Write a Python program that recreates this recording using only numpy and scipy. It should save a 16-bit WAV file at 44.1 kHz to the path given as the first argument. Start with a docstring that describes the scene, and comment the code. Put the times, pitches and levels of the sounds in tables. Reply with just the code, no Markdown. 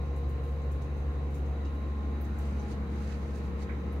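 """Two fans hum in a glazed plant room, their lowest notes beating against each other.
The stereo microphone rides on a hand-held camera, carried among the pots and through the room's
standing waves, so the hum slowly changes colour. Close up come faint ticks of handling and, on the
right, soft brushes of leaf or sleeve and one dull bump. A soft rush of air lies behind it all."""
import sys
import numpy as np
from scipy import signal
from scipy.fft import rfft, irfft, next_fast_len
from scipy.io import wavfile
from scipy.ndimage import uniform_filter1d, map_coordinates

SR = 44100
rng = np.random.default_rng(int(sys.argv[2]) if len(sys.argv) > 2 else 0)


def persist_wave(psi):
    """Save psi, clipped to +-1, as 16-bit WAV."""
    counts = np.round(np.clip(psi, -1, 1) * 32767).astype(np.int16)
    wavfile.write(sys.argv[1], SR, np.atleast_2d(counts).T)


N = 176400

# When the microphone passes each of five places in the room: t/s
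PLACE_TIMES = [.4, 1.4, 2.15, 2.8, 3.7]
FAN_HZ, MOTOR_HZ, MAINS_HZ = 35.47, 58.76, 60.05


# Loud fan's partials: shaft multiple, level/dB at each of the five places, left-right/dB
FAN_PARTIALS = [(2, -32.5, -32.5, -33.5, -35.5, -34.5, 0.83), (4, -44.5, -46, -49.5, -48.5, -52, -1.7),
                (5, -58, -62.5, -53.5, -52, -48.5, .2), (6, -61, -52, -49, -43.5, -48, 0.01),
                (8, -59.5, -55, -55, -75, -75, 0.66), (9, -66, -62, -59, -58, -77, 0.16)]

def loud_fan():
    """The main fan hums at multiples of its shaft rate."""
    return hum(shaft_turns(FAN_HZ), FAN_PARTIALS)


# Faster motor's partials: shaft multiple (rounded in use), level/dB at the five places, left-right/dB
MOTOR_PARTIALS = [(1, -44.5, -45, -48, -46, -48.5, -1), (2, -54, -55, -56, -51, -50, 7),
                  (4, -55, -53, -51.5, -54.5, -58, -3.8), (5, -64, -60, -54, -61, -58.5, 1),
                  (6, -61, -58, -72, -73, -56, 3), (8, -52, -55, -60.5, -54, -52.5, 1),
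                  (9, -57.5, -58, -65, -65, -75, 4), (14, -73, -75, -68, -71, -69, -7),
                  (22, -74, -73, -70, -70, -63.5, -9), (23.93, -71, -67.5, -69.5, -68, -72, -6),
                  (31, -82, -77, -72, -72, -73, 3)]
# Its whine at the microphone: t/s, level/dB
WHINE_LEVELS = [(.1, -58), (.3, -58), (.85, -59), (1.08, -62.5), (1.24, -55.5), (1.38, -69), (1.58, -62.5),
                (1.7, -57), (2.08, -55), (2.2, -65), (2.55, -64), (3.1, -65), (3.35, -62), (3.65, -60),
                (4, -62)]

def fast_motor():
    """The second fan's motor: a hum, and a thin whine whose short standing waves pass quickly."""
    turns = shaft_turns(MOTOR_HZ)
    whine_db = np.interp(clock(), *np.transpose(WHINE_LEVELS))
    whine = amp(whine_db) * partial(turns, multiple=18, lean_db=-4)
    return hum(turns, MOTOR_PARTIALS) + whine


# Windings' partials: mains multiple, level/dB at the five places, left-right/dB
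MAINS_PARTIALS = [(2, -49.5, -53.5, -61, -58, -60, 1), (8, -56, -55, -68, -75, -69, -0.74)]

def mains_buzz():
    """The windings buzz at even multiples of the mains frequency."""
    return hum(MAINS_HZ * clock(), MAINS_PARTIALS)


def hum(turns, partials):
    """Each partial swells and fades as the microphone crosses its standing wave."""
    out = np.zeros((2, N))
    lowest = partials[0][0]
    for multiple, *place_db, lean_db in partials:
        flutter_db = 1.5 * (1 - lowest / multiple) * wobble(7)  # higher overtones are less steady
        out += amp(walk(place_db) + flutter_db) * partial(turns, round(multiple), lean_db)
    return out


def shaft_turns(rate_hz, drift=.0012):
    """Turns made so far by a shaft whose speed drifts slightly."""
    return np.cumsum(rate_hz * (1 + drift * wobble(5.017))) / SR


def partial(turns, multiple, lean_db, skew_rad_per_khz=.96):
    """One harmonic at rms 1, reaching the two microphone ports a little out of step."""
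    khz = multiple * turns[-1] * SR / N / 1000
    skew = skew_rad_per_khz * khz * rng.choice([-1, 1]) * np.array([[.5], [-.5]])
    phase = 2 * np.pi * (multiple * turns + rng.random())
    return pan(lean_db) * np.sqrt(2) * np.sin(phase + skew)


# Ticks on the camera body: t/s, level/dB, centre f/Hz, width/octaves, t60/s, left-right/dB
GRIP_SLIPS = [(.158, -65, 9500, 0.6, .2, -1), (.285, -63.5, 11400, 0.88, .2, 0),
              (.43, -68.5, 10900, 0.92, 0.84, 0), (.612, -73, 6900, .2, .15, 2),
              (.712, -63, 8950, 0.69, 0.18, 0), (.815, -63, 5500, .8, 0.16, -1),
              (.96, -72, 8000, .8, .4, 4), (1.30, -71, 10000, .8, .3, 6), (1.34, -62, 7500, 1, 0.3, 0),
              (1.455, -71, 6000, .6, 0.17, -1), (1.645, -62, 3600, 0.72, 0.17, -2),
              (1.647, -61, 2850, .05, 0.23, -5), (1.74, -72, 12000, .6, .2, 4),
              (2.206, -57.5, 14500, 0.33, .2, -3), (2.24, -65, 6000, .8, 0.18, -4),
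              (2.38, -59, 10500, .6, 0.17, 2), (2.59, -66, 5900, .1, .15, -4),
              (3.918, -65, 11700, 0.22, 0.18, 0)]
RUSTLE_CRACKLE = .34  # grains' share of the mix in ticks and brushes

def handling_ticks():
    """Each small slip of the grip is a crackly puff, right at the microphone."""
    out = np.zeros((2, N))
    for start_s, db, centre_hz, octaves, t60, lean_db in GRIP_SLIPS:
        slip = noise(lambda hz: band(hz, centre_hz, octaves), RUSTLE_CRACKLE)
        rough_db = 1.5 * wobble(400)
        out += amp(db + rough_db) * puff(start_s, rise_s=.0067, t60=t60) * pan(lean_db) * slip
    return out


# Strokes close on the right: peak t/s, half length/s, level/dB, centre f/Hz, left-right/dB
BRUSH_STROKES = [(2.46, 0.076, -64.5, 6500, -5), (2.614, 0.065, -66, 5900, -3),
                 (2.713, 0.024, -59, 5570, -9), (3.034, 0.083, -62, 5560, -8),
                 (3.12, 0.033, -57, 4200, -12), (3.24, 0.093, -65.5, 5470, -3), (3.37, .03, -63, 6360, -9),
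                 (3.46, 0.037, -68, 6500, -10), (3.618, .02, -56.5, 5170, -20)]
# Colour of the rubbing: f/Hz, relative level/dB
BRUSH_SPECTRUM = [(500, -6), (1500, 19), (2500, 10), (3400, 2.5), (4600, 4.5), (6300, -3.5), (8000, -3),
                  (9500, -1), (11500, -6.5), (15500, -5)]

def brushes():
    """Leaf or sleeve rubs beside the right port in grainy strokes that swell and fade."""
    out = np.zeros((2, N))
    for peak_s, half_s, db, centre_hz, lean_db in BRUSH_STROKES:
        swell = np.exp(-.5 * ((clock() - peak_s) / half_s) ** 2)
        rub = noise(lambda hz: band(hz, centre_hz, .89) * colour(BRUSH_SPECTRUM, hz), RUSTLE_CRACKLE)
        rough_db = 1.6 * wobble(150)
        out += amp(db + rough_db) * swell * pan(lean_db) * rub
    return out


# Colour of the bump: f/Hz, relative level/dB
BUMP_SPECTRUM = [(500, -16), (900, 0), (1250, 2), (1800, 3), (2300, 4), (2800, -15), (5000, -40)]

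def bump():
    """One light, dull bump on the right, perhaps against a pot, with a short tail in the room."""
    thud = noise(lambda hz: colour(BUMP_SPECTRUM, hz))
    return amp(-44) * puff(start_s=3.688, rise_s=.0034, t60=.24) * pan(-6) * thud


# Air heard all over the room: f/Hz, relative level/dB
ROOM_AIR_SPECTRUM = [(20, -10), (38, -14), (52, -3), (68, 11), (90, -2), (130, -2), (200, -4.5),
                     (330, -3.5), (430, -5), (620, -11.5), (870, -15), (1080, -13.5), (1450, -21.5),
                     (2050, -21), (2650, -26), (3300, -34), (4300, -34), (5200, -41.5), (7000, -44.5),
                     (8000, -45.5), (9200, -46), (15500, -49)]
# Narrow hisses of the air path: centre f/Hz, half width/Hz, level/dB at the five places
AIR_HISSES = [(727, 22, -57, -58, -66, -65.5, -70), (829, 5.4, -68.5, -69, -57.5, -61, -63.5),
              (1390, 160, -69, -74, -62.5, -59, -68.5), (3885, 46, -69.5, -71.5, -68.5, -70.5, -71.5)]
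# Fuller air heard from nearer: f/Hz, relative level/dB
NEAR_AIR_SPECTRUM = [(30, -30), (120, -14.5), (190, 1), (300, -4.5), (450, -13.5), (700, -19.5),
                     (1300, -23), (2200, -25), (3200, -38), (6000, -53), (15000, -59)]

def air_rush():
    """The fans' steady rush and narrow hisses; a fuller rush grows as the microphone moves on."""
    rush = amp(-42.5) * noise(lambda hz: colour(ROOM_AIR_SPECTRUM, hz))
    for centre_hz, half_width_hz, *place_db in AIR_HISSES:
        hiss = noise(lambda hz: (1 + ((hz - centre_hz) / half_width_hz) ** 2) ** -.6)
        rush += amp(walk(place_db)) * hiss
    nearness = np.interp(clock(), [.97, 2.55], [0, 1])
    rush += nearness * amp(-47) * noise(lambda hz: colour(NEAR_AIR_SPECTRUM, hz))
    return turbulence(rush, depth_db=1.0)


def turbulence(rush, depth_db):
    """Uneven airflow: patches of random gain in time and frequency."""
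    spectra = signal.stft(rush, nperseg=1024)[2]
    patches = uniform_filter1d(rng.standard_normal(spectra.shape[1:]), size=10, axis=0)
    patches = uniform_filter1d(patches, size=8, axis=1)
    return signal.istft(spectra * amp(depth_db * unit(patches)), nperseg=1024)[1][:, :N]


# Likeness of noise at the two ports: f/Hz, left-right correlation
PORT_CORRELATION = [(60, 0.93), (150, 0.94), (330, 0.87), (700, 0.33), (1400, 0.067), (3000, 0.045),
                    (12000, 0.083)]

def noise(response, crackle=0, grains_per_s=1100):
    """Coloured, optionally grainy stereo noise at rms 1: alike in the bass, unrelated in the treble."""
    hz = np.fft.rfftfreq(N, 1 / SR)
    spread = np.arccos(np.clip(log_interp(PORT_CORRELATION, hz), -1, 1)) / 2
    source = rng.standard_normal((2, N))
    if crackle:
        grains = unit(rng.standard_normal((2, N)) * (rng.random((2, N)) < grains_per_s / SR))
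        source = (1 - crackle) * source + crackle * grains
    mid, side = irfft(rfft(source) * response(hz) * [np.cos(spread), np.sin(spread)], N)
    return unit(np.array([mid + side, mid - side]))


def walk(place_db):
    """Level/dB along the microphone's path through the five places."""
    return np.interp(clock(), PLACE_TIMES, place_db)


def puff(start_s, rise_s, t60):
    """An envelope that rises fast and dies away."""
    age = np.maximum(clock() - start_s, 0)
    return np.minimum(age / rise_s, 1) * amp(-60 * np.maximum(age - rise_s, 0) / t60)


def wobble(knots_per_s):
    """A smooth random curve."""
    position = clock() * knots_per_s
    return map_coordinates(rng.standard_normal(int(position[-1]) + 4), [position], mode="nearest")


def band(hz, centre_hz, octaves):
    """A bell-shaped band on a log axis."""
    return np.exp(-.5 * (np.log2((hz + 1) / centre_hz) / octaves) ** 2)


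def colour(spectrum, hz):
    """Gain at hz from (f/Hz, level/dB) points."""
    return amp(log_interp(spectrum, hz))


def log_interp(points, hz):
    """Join (f/Hz, value) points on a log axis."""
    point_hz, values = np.transpose(points)
    return np.interp(np.log(hz + 1), np.log(point_hz + 1), values)


def pan(lean_db):
    """Left and right gains of mean power 1; positive leans left."""
    return unit(amp([[lean_db / 2], [-lean_db / 2]]))


def amp(db):
    """Decibels to gain."""
    return 10 ** (np.asarray(db) / 20)


def unit(x):
    """Scale to rms 1."""
    return x / np.sqrt(np.mean(x ** 2) + 1e-20)


def clock():
    """Each sample's t/s."""
    return np.arange(N) / SR


def scene():
    """Both fans and their air out in the room, and the small sounds close to the microphone."""
    fans = loud_fan() + fast_motor() + mains_buzz()
    return fans + air_rush() + handling_ticks() + brushes() + bump()


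# Ripple of the microphone ports: f/Hz, gain/dB
PORT_RIPPLE = [(5700, 0), (6250, 7), (6800, 1), (7350, 3.5), (7800, -2), (8200, -4.5), (8500, 0.5),
               (9600, -1.5), (10200, -1), (10700, -2.5), (11400, 0), (12400, -0.5), (14000, -3),
               (14900, -0.5)]

def record(dry, top_hz=15750):
    """The microphone ports ripple the treble; nothing passes above the band limit."""
    padded = next_fast_len(N + 8192)
    hz = np.fft.rfftfreq(padded, 1 / SR)
    response = colour(PORT_RIPPLE, hz) * (hz < top_hz)
    return irfft(rfft(dry, padded) * response, padded)[..., :N]


dry = scene()
out = record(dry)
persist_wave(out)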